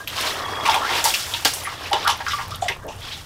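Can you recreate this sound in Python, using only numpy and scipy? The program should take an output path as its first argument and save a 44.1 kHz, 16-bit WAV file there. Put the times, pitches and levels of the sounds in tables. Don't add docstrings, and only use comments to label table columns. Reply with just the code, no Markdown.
import sys
import numpy as np
from scipy import signal
from scipy.fft import rfft, irfft
from scipy.io import wavfile

SR = 44100
rng = np.random.default_rng(int(sys.argv[2]) if len(sys.argv) > 2 else 0)


def elevation(decibels):
    levels = np.asarray(decibels, float)
    return 10 ** (levels / 20)


def wrap_up_sound(samples):
    columns = np.atleast_2d(samples).T
    tamed = np.clip(columns, -1, 1)
    steps = np.round(tamed * 32767).astype(np.int16)
    wavfile.write(sys.argv[1], SR, steps)


N = 143325

# start_s, vigour_db, spray_db, slosh_db (spray and slosh relative to froth)
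CHURN = [(0, -41.5, -3.5, 2.5), (.065, -50, -3, 2), (.18, -24.5, -10, -4.5), (.31, -26.5, -8.5, -3),
         (.44, -39, -9, 7.5), (.64, -36, -9, 8), (.82, -35, -10.5, 5), (.96, -24.5, -10.5, -4.5),
         (1.2, -35, 1.5, -4.5), (1.8, -38.5, -11.5, -0.5), (2.03, -30.5, -15.5, -3), (2.23, -39, -10, -2),
         (2.33, -32.5, -7, -12), (2.49, -43, -8, 0), (2.83, -57, 0, 12), (2.99, -48.5, -2.5, 3.5),
         (3.07, -35, -13.5, -6.5), (3.25, -45.5, -4, -5)]
# freq_hz, density_db (per Hz)
FROTH_SPECTRUM = [(1300, -3.5), (2500, -2), (3340, 1.5), (4130, -2), (5400, -2.5), (8000, -21.5)]
SPRAY_SPECTRUM = [(5500, -2), (7000, -2), (12000, -4.5), (15700, -5)]
SLOSH_SPECTRUM = [(200, -15.5), (290, -10), (420, -7), (800, -3.5), (1150, -2.5), (1500, -10.5),
                  (1900, -7.5)]
# start_s, peak_db, pitch_hz, rise_s, t60_s
POCKETS = [(0, -33, 1590, 0.004, 0.12), (0.075, -27.5, 12400, 0.0012, 0.063),
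           (.653, -15, 2350, 0.0012, 0.037), (0.757, -11.5, 917, 0.0074, 0.033),
           (1.138, -18, 2750, .002, 0.035), (1.334, -30.5, 948, 0.014, 0.077),
           (1.636, -31, 10400, 0.001, 0.05), (1.646, -29, 10400, 0.001, 0.06), (.73, -20, 2550, .002, .03),
           (.712, -21, 5100, .002, .03), (2.826, -40, 1550, .004, .15), (1.34, -25, 2750, .008, .06),
           (1.91, -13.5, 799, 0.013, 0.083), (2.04, -20, 1164, 0.051, 0.036),
           (2.333, -17, 1149, 0.001, 0.12), (2.518, -24, 1233, 0.0025, 0.16),
           (2.621, -11, 704, 0.0073, 0.036), (2.647, -25.5, 672, 0.017, 0.099)]
# start_s, level_db
HEATER = [(0, -43), (2.1, -43), (2.6, -39), (3.25, -41)]
# freq_hz, density_db (per Hz)
RUMBLE_SPECTRUM = [(20, -9.5), (65, -6.5), (88, 2.5), (113, -1.5), (146, -9), (200, -15.5)]
# freq_hz, density_db (per Hz)
ROOM_SPECTRUM = [(140, -3.5), (300, -3), (650, -7), (3900, -59), (16000, -61)]
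# start_s, peak_db, pitch_hz
TICKS = [(.0225, -36, 8500), (.0752, -21, 12500), (.211, -14, 9500), (.5132, -30, 9000), (.6789, -17, 8500),
         (.7447, -17, 8600), (1.011, -18, 5000), (1.409, -25, 12500), (1.4501, -11, 12000),
         (1.5374, -19, 9000), (1.548, -19, 11000), (1.604, -28, 12000), (1.636, -23, 9500),
         (1.6457, -19, 9500), (1.8093, -33, 9640), (1.87, -31, 12800), (1.901, -28, 8000),
         (1.9126, -25, 10000), (1.9314, -12, 3600), (2.046, -28, 14500), (2.05, -25, 8000),
         (2.078, -9, 11000), (2.0785, -5, 3600), (2.266, -15, 1700), (.687, -10, 1100), (.697, -9, 1000),
         (2.168, -30, 10500), (2.176, -28, 13500), (2.32, -27, 10500), (2.4818, -26, 14500),
         (2.509, -30, 9500), (2.5586, -18, 10900), (2.6125, -33, 7000), (2.7696, -36, 14000),
         (2.8255, -42, 7000), (2.8674, -30, 14000), (2.9652, -34, 9000), (3.0066, -33, 11900),
         (3.053, -31, 6200), (3.176, -32, 6500)]
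# start_s, peak_db, ring_hz, t60_s, spray_db
SMACKS = [(0.0745, -22.5, 3070, 0.3, -18), (0.6549, -11, 2600, .3, -21.5), (.696, -20, 3120, 0.59, -11),
          (0.7424, -16, 2950, 0.1, -15), (0.896, -19, 3570, 0.17, -35), (1.041, -16.5, 5300, 0.3, 0.5),
          (1.05, -14.5, 4670, 0.37, -14), (1.1388, -12, 2700, 0.15, -12), (1.194, -21, 4830, 0.6, -23),
          (1.3379, -19, 2900, 0.2, -30), (1.4484, -8, 4580, 0.25, -8), (1.535, -36.5, 5550, 0.45, 9.5),
          (1.9302, -12.5, 3040, 0.15, -41), (2.074, -15, 3200, 0.12, -16), (2.5072, -28, 5200, 0.2, -22),
          (2.62, -26, 3240, 0.4, -22), (2.682, -18, 3200, 0.13, -18)]
# start_s, level_db
CORD = [
    (.34, -60),
    (.43, -35),
    (.58, -33),
    (.65, -33),
    (.68, -70),
]
# freq_hz, width_hz, level_db
CORD_RINGS = [(835, 250, -2), (1144, 90, 0), (1860, 90, -8), (2195, 90, -7), (3320, 35, 1), (4850, 70, -14)]
# start_s, rms_db, pitch_hz, rise_s, t60_s
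GULPS = [(.653, -19, 1020, 0.001, 0.4), (.685, -15.5, 840, 0.0083, 0.13), (0.741, -16, 880, 0.0023, 0.14),
         (2.682, -18, 1945, 0.001, 0.09), (.89, -25, 940, 0.013, 0.43), (1.054, -16, 820, 0.0013, 0.14),
         (1.452, -17, 760, 0.003, 0.06), (1.45, -23, 280, 0.0037, 0.05), (1.666, -26, 1150, 0.012, 0.12),
         (1.646, -28, 1980, 0.008, 0.2), (1.93, -17, 790, 0.0011, 0.17), (1.934, -28, 420, 0.0039, 0.18),
         (2.073, -14.5, 970, 0.0017, 0.16), (2.202, -28, 816, 0.002, 0.12), (2.203, -31, 1650, .001, .15),
         (2.264, -22, 1330, 0.001, 0.2), (2.305, -28, 1850, .006, .08), (2.37, -28, 980, 0.03, 0.2),
         (2.291, -27, 3300, 0.029, 0.052), (2.542, -30.5, 3500, 0.0062, 0.04),
         (2.686, -31, 846, .004, 0.14), (2.69, -34, 388, 0.0043, 0.18), (2.72, -26, 2380, 0.0027, 0.05),
         (2.875, -40.5, 2780, 0.0098, .4), (2.878, -44, 6000, .006, .3), (3.109, -32, 3600, 0.018, 0.17),
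         (2.279, -30.5, 5070, 0.0048, 0.4), (1.452, -19, 1200, .003, .05), (1.4495, -19, 2200, .001, .06),
         (1.452, -22, 460, .003, .04), (1.855, -30, 2200, .004, .12), (2.08, -21, 3100, .02, .14),
         (2.082, -26, 5600, .025, .12), (2.08, -34, 10500, .02, .14), (2.615, -36, 7000, .006, .3),
         (2.385, -29, 1950, .004, .1), (.89, -22, 1900, .002, .06), (.91, -26, 2500, .02, .25),
         (3.017, -37, 3200, .004, .2), (1.545, -30, 8900, .004, .06)]
# start_s, rms_db, from_hz, to_hz, length_s
CLOSINGS = [
    (.79, -27, 1100, 2100, .105),
    (2.045, -21, 1050, 2300, .04),
    (2.84, -33, 480, 900, .075),
]


def rms_one(x):
    return x / np.sqrt(np.mean(x ** 2) + 1e-20)


def in_time(rows):
    start_s, *columns = np.transpose(rows)
    return [np.interp(np.arange(N) / SR, start_s, column) for column in columns]


def white_noise():
    return rng.standard_normal(N)


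def spatter(shape):
    strong = rng.random(shape) < .004
    return rng.standard_normal(shape) * (1 + 9 * strong)


def colour(x, spectrum, edge_db):
    hz, db = np.transpose(spectrum)
    octave = np.log2(np.arange(N // 2 + 1) * SR / N + 1)
    low, high = np.log2(hz[0]), np.log2(hz[-1])
    outside = np.maximum(low - octave, 0) + np.maximum(octave - high, 0)
    gain = elevation(np.interp(octave, np.log2(hz), db) - edge_db * outside)
    return rms_one(irfft(rfft(x) * gain, N))


def drift(rate_hz):
    r = np.exp(-80 * np.pi * rate_hz / SR)
    slow = signal.lfilter([1], [1, -2 * r, r * r], rng.standard_normal(N // 40 + 2002))[2000:]
    return np.interp(np.arange(N) / 40, np.arange(len(slow)), rms_one(slow))


def peak(x, hz, width_hz):
    r = np.exp(-np.pi * width_hz / SR)
    poles = [1, -2 * r * np.cos(2 * np.pi * hz / SR), r * r]
    return signal.lfilter([(1 - r * r) / 2, 0, (r * r - 1) / 2], poles, x + 1e-18)


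def double_peak(x, hz, width_hz):
    return peak(peak(x, hz, width_hz), hz, 2 * width_hz)


def swell(t, rise_s, t60_s):
    rise = np.sin(np.pi / 2 * np.clip(t / max(rise_s, 1e-4), 0, 1)) ** 2
    return rise * elevation(-60 * np.maximum(t - rise_s, 0) / max(t60_s, .01))


def add(out, start_s, x):
    i = max(int(start_s * SR), 0)
    out[i:i + len(x)] += x[:len(out) - i]


def drops(per_s, spread_db, spectrum, cycles, hiss):
    sizes = elevation(spread_db * np.minimum(rng.exponential(1, N), 5)) * rng.choice([-1, 1], N)
    clicks = sizes * (rng.random(N) < per_s / SR)
    dealt = rng.integers(0, 24, N)
    pitches = np.geomspace(spectrum[0][0], min(spectrum[-1][0], 16000), 24)
    rings = sum(peak(clicks * (dealt == k), hz, 1.48 * hz / cycles) for k, hz in enumerate(pitches))
    darker = rms_one(signal.lfilter([1], [1, -.5], rings))
    return colour(darker + hiss * white_noise(), spectrum, edge_db=28)


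def churn():
    vigour_db, spray_db, slosh_db = in_time(CHURN)
    froth = drops(3500, 2.19, FROTH_SPECTRUM, cycles=39.0, hiss=1.0)
    spray = drops(6000, 2.2, SPRAY_SPECTRUM, cycles=5.4, hiss=0.75)
    slosh = drops(1100, 1.7, SLOSH_SPECTRUM, cycles=15.5, hiss=1.0)
    gust_db = 1.3 * drift(25)
    water = elevation(0.47 * drift(26)) * froth
    water += elevation(spray_db + 0.2 * drift(31)) * spray
    water += elevation(slosh_db + 0.3 * drift(45)) * slosh
    return elevation(vigour_db + gust_db) * water


def pockets():
    out, t = np.zeros(N), np.arange(SR // 5) / SR
    wobble = drift(86)
    climb = 620
    for start_s, peak_db, hz, rise_s, t60_s in POCKETS:
        phase = 2 * np.pi * t * (hz + climb * t) + 0.65 * wobble[int(start_s * SR):][:len(t)]
        add(out, start_s, elevation(peak_db) * swell(t[:len(phase)], rise_s, t60_s) * np.sin(phase))
    return out


def air():
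    rumble = elevation(in_time(HEATER)[0]) * colour(white_noise(), RUMBLE_SPECTRUM, edge_db=18)
    room = elevation(-52.5) * colour(white_noise(), ROOM_SPECTRUM, edge_db=12)
    return rumble + room


def ticks():
    out, t = np.zeros(N), np.arange(SR // 20) / SR
    noises = rng.standard_normal((len(TICKS), len(t)))
    for (start_s, peak_db, hz), noise in zip(TICKS, noises):
        click = double_peak(1.0 * (t == 0), hz, .5 * hz)
        hiss = swell(t, 0.0003, .008) * rms_one(double_peak(noise, hz, .5 * hz))
        add(out, start_s, elevation(peak_db - 0.2) * click / click.max() + elevation(peak_db - 12.5) * hiss)
    return out


def smacks():
    out, t = np.zeros(N), np.arange(SR // 2) / SR
    froth = drops(1400, 3.6, FROTH_SPECTRUM, cycles=20, hiss=.8)
    spray = drops(3000, 3.2, SPRAY_SPECTRUM, cycles=14, hiss=.9)
    noise = spatter(N)
    for start_s, peak_db, hz, t60_s, spray_db in SMACKS:
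        i = int(start_s * SR)
        span = slice(i, i + len(t))
        ring = rms_one(peak(noise[span], hz, 0.2 * hz))
        body = froth[span] + elevation(0.5) * ring + elevation(spray_db + 7.0) * spray[span]
        shape = swell(t, .0015, t60_s) + elevation(-1) * swell(t, .0005, .022)
        snap = peak(1.0 * (t == 0), 0.52 * hz, .5 * hz)
        add(out, start_s, elevation(peak_db - 11.5) * shape * body + elevation(peak_db - 7) * snap / snap.max())
    return out


def cord():
    friction = white_noise()
    rings = np.zeros(N)
    for hz, width_hz, level_db in CORD_RINGS:
        rings += elevation(level_db + 2 * drift(21)) * rms_one(double_peak(friction, hz, width_hz))
    return elevation(in_time(CORD)[0]) * rms_one(rings)


def gulps():
    out, t = np.zeros(N), np.arange(SR // 2) / SR
    noises = spatter((len(GULPS), len(t)))
    for (start_s, rms_db, hz, rise_s, t60_s), noise in zip(GULPS, noises):
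        shape = swell(t, rise_s, t60_s)
        burst = shape * peak(peak(noise, hz, .28 * hz), hz, .55 * hz)
        add(out, start_s, elevation(rms_db) * rms_one(burst) * np.sqrt(np.mean(shape ** 2)))
    return out


def closings():
    out = np.zeros(N)
    for start_s, rms_db, from_hz, to_hz, length_s in CLOSINGS:
        u = np.arange(int(length_s * SR)) / (length_s * SR)
        hz = from_hz * (to_hz / from_hz) ** (u ** 1.5)
        slow = signal.lfilter([1], [1, -1.95, .9506], rng.standard_normal((2, SR // 5)))
        a, b = slow[:, -len(u):]
        phase = 2 * np.pi * np.cumsum(hz) / SR
        band = rms_one(a * np.sin(phase) + b * np.cos(phase))
        add(out, start_s, elevation(rms_db) * np.sqrt(np.sin(np.pi * u)) * band)
    return out


def shelter(x):
    t = np.arange(SR // 4) / SR
    delay_s, t60_s, echo_db = 0.00364, 0.13, -8.5
    dull = signal.lfilter([.5], [1, -.5], rng.standard_normal(len(t)))
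    tail = dull * elevation(-60 * t / t60_s) * (t > delay_s)
    return x + elevation(echo_db) * signal.fftconvolve(x, tail / np.sqrt(np.sum(tail ** 2)))[:N]


def scene():
    events = pockets() + ticks() + smacks() + gulps() + closings()
    return (churn() + shelter(events) + cord() + air())[None]


def band_limit(x):
    return signal.sosfilt(signal.butter(12, 16500, fs=SR, output="sos"), x)


def record(dry):
    rounded = .66 * np.tanh(dry / .66)
    top_cut = signal.cheby2(14, 60, 16350, fs=SR, output="sos")
    mix = signal.sosfilt(top_cut, rounded)
    return band_limit(mix)


dry = scene()
out = record(dry)
wrap_up_sound(out)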